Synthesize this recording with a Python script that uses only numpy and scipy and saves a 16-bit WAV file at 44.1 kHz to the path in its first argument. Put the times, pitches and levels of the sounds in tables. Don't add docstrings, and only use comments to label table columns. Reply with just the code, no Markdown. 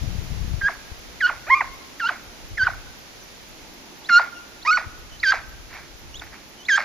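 import sys
import numpy as np
from scipy import signal
from scipy.fft import rfft, irfft, next_fast_len
from scipy.io import wavfile
from scipy.ndimage import uniform_filter1d

SR = 44100
rng = np.random.default_rng(int(sys.argv[2]) if len(sys.argv) > 2 else 0)


def wrap_up_sound(samples):
    columns = np.atleast_2d(samples).T
    tamed = np.clip(columns, -1, 1)
    steps = np.round(tamed * 32767).astype(np.int16)
    wavfile.write(sys.argv[1], SR, steps)


N = 301644
TIME = np.arange(N) / SR
CUTOFF_HZ = 15000

# (frequency [Hz], relative level [dB])
HISS_COLOUR = [(20, -6), (130, -2), (330, -1), (500, -2), (1100, -6), (2200, -5), (3000, -7), (6200, -8),
               (7300, -14), (8000, -29), (9200, -27), (10300, -13), (11500, -22), (14500, -19)]
# (frequency [Hz], correlation [0-1])
HISS_LIKENESS = [(60, .05), (290, 0.25), (700, 0.35), (1500, 0.028), (14000, 0.033)]
# (time [s], level [dB])
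HISS_FADE = [(0, -43), (.9, -45.5), (6.8, -48.5)]
# (time [s], level [dB])
RUSH_SWELLS = [(0, -63), (2.3, -53), (3.4, -61), (3.65, -51), (4.1, -51), (4.4, -55), (5.4, -58),
               (6.8, -53)]
# (frequency [Hz], relative level [dB])
RUSH_TONE = [(120, -16), (220, 2.5), (340, 2), (480, -15), (900, -4), (3000, -80.5)]

# (frequency [Hz], relative level [dB])
WIND_TONE = [(12, -27.5), (20, 2.5), (54, 1), (91, -6), (163, -7.5), (216, -16), (398, -30), (700, -36),
             (910, -54), (1540, -120)]
# (start [s], end [s], level [dB])
WIND_BREATHS = [(.92, 1.703, -48.5), (2.55, 2.727, -35.5), (3.56, 3.62, -50), (4.85, 5.612, -43.5),
                (6.063, 6.21, -42)]
# (time [s], peak level [dB], left minus right [dB])
WIND_BUFFETS = [(0.076, -16.5, 16), (0.188, -16, 27), (0.307, -15.5, 28), (0.408, -16.5, 31),
                (0.542, -14.5, 28), (0.637, -21, 21), (0.92, -25, 20), (2.531, -29.5, 28), (2.636, -24, 23),
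                (4.867, -26, 22)]
GUST_DB, GUST_END_S, GUST_DIES_DB_PER_S = -29.5, 0.54, 104
CALM_DB, BREATH_RISE_S, BREATH_FALL_S = -54.5, 0.14, 0.11

# (delay [s], level [dB])
TREE_ECHOES = [(.034, -16), (.066, -22.5), (.15, -34), (0.202, -36)]

# (start [s], end [s], first pitch [Hz], middle pitch [Hz], last pitch [Hz], base level [dB])
WHINE_GLIDES = [(4.04, 4.079, 3180, 3860, 4840, -42.5), (4.344, 4.402, 2930, 2770, 2810, -50.5),
                (4.615, 4.639, 3300, 3870, 4840, -42.5), (3.21, 3.252, 6200, 6000, 5850, -51),
                (5.10, 5.175, 3180, 3020, 3230, -50.5), (5.193, 5.216, 3400, 4280, 5140, -39),
                (6.137, 6.181, 2710, 3310, 3970, -38.5), (6.194, 6.201, 3880, 3560, 3200, -37),
                (6.578, 6.642, 3260, 2980, 3340, -47.5), (6.647, 6.674, 3080, 3800, 4500, -41)]
# (peak time [s], rise [s], fall [s], level [dB])
VOICELESS_HUFFS = [(5.76, 0.05, 0.058, -36.5), (6.219, 0.0045, 0.016, -33), (6.265, 0.002, 0.011, -41),
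                   (6.335, 0.014, 0.041, -41.5)]
# (frequency [Hz], relative level [dB])
BREATH_COLOUR = [(300, -49), (600, 2), (1000, 2.5), (1600, 7), (2300, 7), (3000, -13), (4600, -6),
                 (6600, -18), (8000, -31.5), (14000, -32)]
# (frequency [Hz], relative gain [dB])
THROAT_GAIN = [(300, -40), (600, 7), (1000, 3.5), (1450, 11.5), (2150, 5.5), (2500, 8), (2900, -22.5),
               (3600, -31.5), (4450, -18.5), (5300, -27.5), (6200, -35.5), (7300, -37.5), (8200, -85.5)]
# (start [s], end [s], multiple of pitch [ratio], level re voice [dB])
FOLD_SPLITS = [(2.031, 2.062, 2 / 3, -12), (2.614, 2.624, 2 / 3, -20), (4.075, 4.124, 3 / 2, -12.5),
               (4.725, 4.737, 3 / 2, -4.5)]

# (start [s], note length [s], catch length [s], lag of last burst behind plunge [s],
#  settling time [s], straining time [s], onset pitch [Hz], held pitch [Hz], strained pitch [Hz],
#  crack level [dB], note level [dB], swell depth [dB], last burst level [dB], overtone level [dB],
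#  huff level [dB], throat lift near 3 kHz [dB], throat lift near 4.6 kHz [dB], hoarseness [0-1])
YELP_CRIES = [(.609, 0.072, 0.0027, 0.00086, .005, 0.019, 1770, 1578, 1713, -22, -14.5, 30, -16, -39.5, -35, 1, -7, 0.3),
              (1.202, .069, 0.024, 0.00021, 0.016, .010, 2204, 1379, 1550, -19, -12, 23.5, -16.5, -26.5, -34.5, 13, -3, 0.1),
              (1.995, 0.086, 0.016, -0.0033, 0.012, 0.016, 2046, 1319, 1628, -23, -19.5, 15, -12.5, -24.5, -33, 12, 2, 0.17),
              (2.571, 0.072, 0.03, -0.0018, 0.013, 0.01, 2303, 1476, 1664, -22, -14, 24, -9, -28.5, -35, 2, -0.5, 0.15),
              (4.088, .103, .000, .006, .007, 0.0258, 1963, 1380, 1466, -15, -7, 18, -15.5, -20.5, -28, -6.5, 2.5, 0.13),
              (5.228, .088, 0.0087, -0.0013, .014, .014, 2405, 1514, 1661, -13.5, -13.5, 16, -9.5, -22, -25.5, 6, 5, 0.76),
              (6.683, .086, .010, 0.0006, .017, 0.01084, 2316, 1529, 1750, -15, -14, 2.5, -11.5, -23.5, -24.5, -2, -23, 0.47)]
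# (start [s], length to leap [s], length after leap [s],
#  onset pitch [Hz], first pitch [Hz], leap pitch [Hz], end pitch [Hz],
#  onset level [dB], first note level [dB], second note level [dB], last burst level [dB],
#  overtone level [dB], huff level [dB], second note roughness [0-1],
#  throat lift near 3 kHz [dB], throat lift near 4.6 kHz [dB], hoarseness [0-1])
BAY_CRIES = [(1.466, .081, .060, 566, 1071, 1188, 1132, -32.5, -6.5, -22, -12.5, -34.5, -36, 0.2, 5.5, -9, 0.2),
             (4.649, .059, .062, 932, 1256, 1406, 1457, -23.5, -11, -13, -15, -26.5, -30, 0.02, -11.5, -3.5, 0.2)]

ATTACK_S, ATTACK_DB = 0.019, 8
CRACK_AT_S, CRACK_WIDTH_S, CRACK_ROUGH = .011, 0.0076, 0.48
SWELL_CURVE = 2.9
RELEASE_S, CATCH_DB, CATCH_ROUGH = 0.0072, 13.5, 0.72
HELD_ROUGH = 0.041
CATCH_ROUGHENS_S, CATCH_CLEARS_S = 0.0041, .06
YELP_DULL_DB = 12.5

CLIMB_SHARE, CLIMB_ROUGH = .66, 0.27
BAY_ATTACK_DB = 3.5
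BEND_HZ = 44.9
OPEN_AT, OPEN_S, OPEN_SHARE = 0.37, .007, 0.57
LEAP_S, SAG_DB, BAY_BURST_LAG_S, BAY_ARCH_DB = 0.0085, 5.5, 0.0037, 5

OVERTONES_PEAK, OVERTONES_ARCH_DB = 0.64, 11.5
OVERTONES_FOLLOW, OVERTONES_SLACK_DB = 0.56, 5

COLLAPSE_S, SLACK_HZ, COLLAPSE_ROUGH = .022, 604.7, 1
PLUNGE_CURVE, PLUNGE_DB = 1.4, -18.5
BURST_RISE_S, BURST_FALL_S = 0.0042, 0.0044
HUFF_LAG_S, HUFF_RISE_S, HUFF_FALL_S = 0.021, 0.011, 0.037


def from_db(db):
    return 10 ** (np.asarray(db) / 20)


def rms_one(x):
    return x / np.sqrt(np.mean(x ** 2) + 1e-20)


def at_hz(points, hz):
    f, value = np.transpose(points)
    return np.interp(np.log(np.maximum(hz, 1)), np.log(f), value)


def noise(colour, size=N):
    padded = next_fast_len(size)
    gain = from_db(at_hz(colour, np.fft.rfftfreq(padded, 1 / SR)))
    white = rng.standard_normal(padded)
    return rms_one(irfft(rfft(white) * gain, padded)[:size])


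def butter_filter(x, order, hz, kind="low"):
    return signal.sosfilt(signal.butter(order, hz, kind, fs=SR, output="sos"), x)


def band_pass(x, low_hz, high_hz):
    return butter_filter(x, 4, [low_hz, high_hz], "band")


def wobble(low_hz, high_hz, size):
    white = rng.standard_normal(size + SR // 4)
    return rms_one(butter_filter(white, 2, [low_hz, high_hz], "band")[-size:])


def ramp(t, start, length):
    return np.clip((t - start) / length, 0, 1)


def puff(t, peak, rise, fall):
    decay = np.where(t < peak, ((t - peak) / rise) ** 2, (t - peak) / fall)
    return np.exp(-np.minimum(decay, 30))


def pips():
    on = (TIME - .2315) % .2502 < .015
    tone = from_db(-55) * np.sin(2 * np.pi * 11950 * TIME)
    return uniform_filter1d(on * 1.0, size=60) * tone


def still_air(left_db=-1.0, right_db=.5):
    alike = np.clip(at_hz(HISS_LIKENESS, np.fft.rfftfreq(N, 1 / SR)), 0, 1)
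    mid = irfft(rfft(noise(HISS_COLOUR)) * np.sqrt(1 + alike), N)
    side = irfft(rfft(noise(HISS_COLOUR)) * np.sqrt(1 - alike), N)
    hiss = from_db(np.interp(TIME, *np.transpose(HISS_FADE))) * np.array([mid + side, mid - side])
    rush = from_db(np.interp(TIME, *np.transpose(RUSH_SWELLS))) * noise(RUSH_TONE)
    return (hiss + rush) * from_db([[left_db], [right_db]])


def wind(gust_db=(4.5, -9), lull_db=(-1, -3), lumps_db=3):
    gust = from_db(GUST_DB - GUST_DIES_DB_PER_S * np.maximum(TIME - GUST_END_S, 0))
    lull = from_db(CALM_DB)
    for start, end, db in WIND_BREATHS:
        rise = np.minimum(TIME - start, 0) / BREATH_RISE_S
        fall = np.maximum(TIME - end, 0) / BREATH_FALL_S
        lull = lull + from_db(db) * np.exp(rise - fall)
    eddies = np.array([rms_one(noise(WIND_TONE) * from_db(lumps_db * wobble(5.7, 25, N)))
                       for ear in range(2)])
    slow_eddies = rms_one(butter_filter(eddies, 2, 110))
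    opening = gust * eddies * from_db(gust_db)[:, None]
    return opening + lull * slow_eddies * from_db(lull_db)[:, None]


def buffets(low_hz=55, high_hz=105, length_s=0.0043, gain_db=-3):
    out = np.zeros((2, N))
    rates = rng.uniform(low_hz, high_hz, len(WIND_BUFFETS))
    for (peak_s, db, pan_db), hz in zip(WIND_BUFFETS, rates):
        age = np.clip(TIME - peak_s + length_s, 0, .3)
        swell = age / length_s * np.exp(1 - age / length_s)
        push = swell * np.sin(2 * np.pi * hz * age)
        sides = from_db(np.array([[pan_db], [-pan_db]]) / 2)
        out += from_db(db + gain_db) * push * sides / sides.mean()
    return out


def forest(x, scatter_db=-24, t60=1.03, dull_hz=1900, build_s=0.06):
    t = TIME[:SR]
    trunks = rng.standard_normal((2, SR)) * (rng.random((2, SR)) < 1500 / SR)
    tail = trunks * from_db(-60 * t / t60) * (1 - np.exp(-t / build_s))
    response = from_db(scatter_db) * tail / np.sqrt((tail ** 2).sum(1, keepdims=True))
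    for delay, db in TREE_ECHOES:
        arrival = ((delay + rng.uniform(0, .0003, 2)) * SR).astype(int)
        response[[0, 1], arrival] += from_db(db)
    response = butter_filter(response, 2, dull_hz)
    return signal.fftconvolve(x[None], response, axes=1)[:, :N]


def whines(octave_db=-6, jitter=.01, flicker_db=3):
    out = np.zeros(N)
    for start, end, first_hz, middle_hz, last_hz, db in WHINE_GLIDES:
        span = (TIME > start) & (TIME < end)
        u = np.linspace(0, 1, span.sum())
        glide = np.polyfit([0, .5, 1], [first_hz, middle_hz, last_hz], 2)
        pitch = np.polyval(glide, u)
        phase = 2 * np.pi * np.cumsum(pitch * (1 + jitter * wobble(40, 370, len(u)))) / SR
        octave = from_db(octave_db) / (1 + (pitch / 3600) ** 20)
        level = from_db(db + flicker_db * wobble(60, 80, len(u)))
        swell = np.sqrt(2 * np.abs(np.sin(np.pi * u)))
        out[span] += level * swell * (np.sin(phase) + octave * np.sin(2 * phase))
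    return out


def huffs(after_cries, grain=0.31):
    level = after_cries
    for peak_s, rise, fall, db in VOICELESS_HUFFS:
        level = level + from_db(db) * puff(TIME, peak_s, rise, fall)
    return level * rms_one(noise(BREATH_COLOUR) * np.exp(grain * wobble(73, 200, N)))


def huff_after(end, huff_db):
    return from_db(huff_db) * puff(TIME, end + HUFF_LAG_S, HUFF_RISE_S, HUFF_FALL_S)


def overtones(phase, strength, hoarse, flicker_db=6, smear=0.25, hiss_share=0.29):
    size = len(phase)
    k = np.arange(1, len(strength) + 1)[:, None]
    flicker = np.array([wobble(7.3, 59, size) for row in k])
    strength = strength * from_db(flicker_db * np.sqrt(hoarse) * flicker)
    stray = np.array([wobble(51, 350, size) for row in k])
    stray = smear * hoarse * stray * (k - 1)
    tones = (strength * np.sin(k * phase + stray)).sum(0) / np.sqrt((strength ** 2).sum(0) / 2)
    hiss = rms_one(butter_filter(noise(BREATH_COLOUR, size), 4, 3300, "high"))
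    share = np.clip(hiss_share * hoarse, 0, .9)
    return np.sqrt(1 - share) * tones + np.sqrt(share) * hiss


def overtone_level(t, start, end, peak_db, depth_db, level_db):
    arch_db = -depth_db * (((t - start) / (end - start) - OVERTONES_PEAK) / OVERTONES_PEAK) ** 2
    follow_db = OVERTONES_FOLLOW * (level_db - level_db.max())
    slack_db = OVERTONES_SLACK_DB * ramp(t, end - RELEASE_S, RELEASE_S)
    return peak_db + arch_db + follow_db - slack_db - level_db


def cry(t, pitch, level_db, bright_db, rough, lift_db, high_lift_db, hoarse, jitter=0.1,
        steady_jitter=0.0013, flutter=0.81, chop_hz=310, rasp_db=-11, mouth_hz=2700, edge_s=.002,
        rough_dull_db=3.5):
    size = len(t)
    span = (TIME >= t[0]) & (TIME <= t[-1])
    rough = np.clip(rough, 0, 1)
    shaken = pitch * (1 + (steady_jitter + jitter * rough) * wobble(38, 500, size))
    phase = 2 * np.pi * np.cumsum(shaken) / SR

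    k = np.arange(1, 13)[:, None]
    hz = k * pitch
    lifts = lift_db * np.exp(-((hz - 3000) / 450) ** 2)
    lifts = lifts + high_lift_db * np.exp(-((hz - 4550) / 550) ** 2)
    dull_db = rough_dull_db * rough * np.log2(k)
    strength = from_db(at_hz(THROAT_GAIN, hz) + lifts - dull_db) * (hz < CUTOFF_HZ)

    in_body = 1 / (1 + (hz / mouth_hz) ** 40)
    low = strength * in_body
    body = (low * np.sin(k * phase)).sum(0) / np.sqrt((low ** 2).sum(0) / 2)
    for start, end, multiple, split_db in FOLD_SPLITS:
        swell = np.sin(np.pi * ramp(t, start, end - start))
        body = body + from_db(split_db) * swell * np.sqrt(2) * np.sin(multiple * phase)
    rasp = rms_one(band_pass(rng.standard_normal(size), 1284, 1835))
    body = body + from_db(rasp_db) * rough * rasp
    upper = overtones(phase, strength * (1 - in_body), np.clip(hoarse + rough, 0, 1))

    chop_rate = chop_hz * (1 + 0.36 * wobble(13.6, 150, size))
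    chop = np.sin(2 * np.pi * np.cumsum(chop_rate) / SR)
    depth = flutter * rough * np.minimum(pitch / 1600, 1)
    fade = np.clip(np.minimum(t - t[0], t[-1] - t) / edge_s, 0, 1)
    envelope = from_db(level_db) * fade * (1 + depth * chop) / np.sqrt(1 + depth ** 2 / 2)
    out = np.zeros(N)
    out[span] = band_pass(body * envelope, 555, 2900) + from_db(bright_db) * upper * envelope
    return out


def collapse(t, at, pitch, level, rough, burst_db, burst_lag_s):
    slack = ramp(t, at, COLLAPSE_S)
    burst = puff(t, at + burst_lag_s, BURST_RISE_S, BURST_FALL_S)
    burst = burst + from_db(PLUNGE_DB) * np.sin(np.pi * slack ** 2)
    level_db = 20 * np.log10(np.hypot(level * (1 - slack), from_db(burst_db) * burst) + 1e-9)
    plunge = 1 - (1 - slack) ** PLUNGE_CURVE
    fallen_pitch = pitch * (SLACK_HZ / pitch) ** plunge
    return fallen_pitch, level_db, rough + (COLLAPSE_ROUGH - rough) * ramp(t, at, COLLAPSE_S / 2)


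def bay(start, first_s, second_s, onset_hz, first_hz, leap_hz, end_hz, onset_db, first_db, second_db,
        burst_db, overtones_db, huff_db, second_rough, *throat):
    leap, end = start + first_s, start + first_s + second_s
    t = TIME[(TIME > start) & (TIME < end + COLLAPSE_S)]
    climb = np.sin(np.pi / 2 * ramp(t, start, CLIMB_SHARE * first_s)) ** 2
    leapt, held = ramp(t, leap - LEAP_S / 2, LEAP_S), ramp(t, leap, second_s)

    first_pitch = onset_hz + (first_hz - onset_hz) * climb
    second_pitch = leap_hz + (end_hz - leap_hz) * held + BEND_HZ * np.sin(np.pi * held)
    pitch = (1 - leapt) * first_pitch + leapt * second_pitch

    opened = (1 - OPEN_SHARE) * ramp(t, start, first_s)
    opened = opened + OPEN_SHARE * ramp(t, start + OPEN_AT * first_s, OPEN_S)
    attack_db = BAY_ATTACK_DB * (1 - ramp(t, start, ATTACK_S))
    first_level_db = onset_db + (first_db - onset_db) * opened - attack_db
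    level = from_db((1 - leapt) * first_level_db + leapt * (second_db - SAG_DB * held))

    first_rough = HELD_ROUGH + CLIMB_ROUGH * (1 - climb ** 2)
    rough = (1 - leapt) * first_rough + leapt * second_rough
    pitch, level_db, rough = collapse(t, end, pitch, level, rough, burst_db, BAY_BURST_LAG_S)
    bright_db = overtone_level(t, start, end, overtones_db, BAY_ARCH_DB, level_db)
    return cry(t, pitch, level_db, bright_db, rough, *throat), huff_after(end, huff_db)


def yelp(start, note_s, catch_s, burst_lag_s, settle_s, strain_s, onset_hz, held_hz, strained_hz,
         crack_db, note_db, swell_db, burst_db, overtones_db, huff_db, *throat):
    catch, end = start + note_s, start + note_s + catch_s
    t = TIME[(TIME > start) & (TIME < end + COLLAPSE_S)]
    settling = (onset_hz - held_hz) * np.exp(-(t - start) / settle_s)
    straining = (strained_hz - held_hz) * np.exp(-np.abs(t - catch) / strain_s)
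    pitch = held_hz + settling + straining

    attack_db = ATTACK_DB * (1 - ramp(t, start, ATTACK_S))
    below_swell_db = swell_db * (1 - ramp(t, start, note_s)) ** SWELL_CURVE
    choke_db = CATCH_DB * ramp(t, catch - RELEASE_S, RELEASE_S)
    note = from_db(note_db - attack_db - below_swell_db - choke_db)
    crack = from_db(crack_db) * puff(t, start + CRACK_AT_S, CRACK_WIDTH_S, CRACK_WIDTH_S)

    crack_rough = CRACK_ROUGH * (1 - ramp(t, start + CRACK_AT_S, CRACK_WIDTH_S))
    catch_rough = CATCH_ROUGH * puff(t, catch, CATCH_ROUGHENS_S, CATCH_CLEARS_S)
    rough = HELD_ROUGH + crack_rough + catch_rough
    level = np.hypot(note, crack)
    pitch, level_db, rough = collapse(t, end, pitch, level, rough, burst_db, burst_lag_s)
    bright_db = overtone_level(t, start, end, overtones_db, OVERTONES_ARCH_DB, level_db)
    voice = cry(t, pitch, level_db, bright_db, rough, *throat, rough_dull_db=YELP_DULL_DB)
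    return voice, huff_after(end, huff_db)


def scene(left_db=-3.0, right_db=-0.36):
    cries = [yelp(*row) for row in YELP_CRIES] + [bay(*row) for row in BAY_CRIES]
    voice, air_after = np.sum(cries, axis=0)
    hound = voice + huffs(air_after) + whines()
    direct = np.array([from_db(left_db) * hound, from_db(right_db) * np.roll(hound, 1)])
    return direct + forest(hound) + wind() + buffets() + still_air() + pips()


def record(dry):
    thinned = butter_filter(dry, 1, 22, "high")
    return signal.sosfilt(signal.ellip(10, .2, 80, CUTOFF_HZ, fs=SR, output="sos"), thinned)


dry = scene()
out = record(dry)
wrap_up_sound(out)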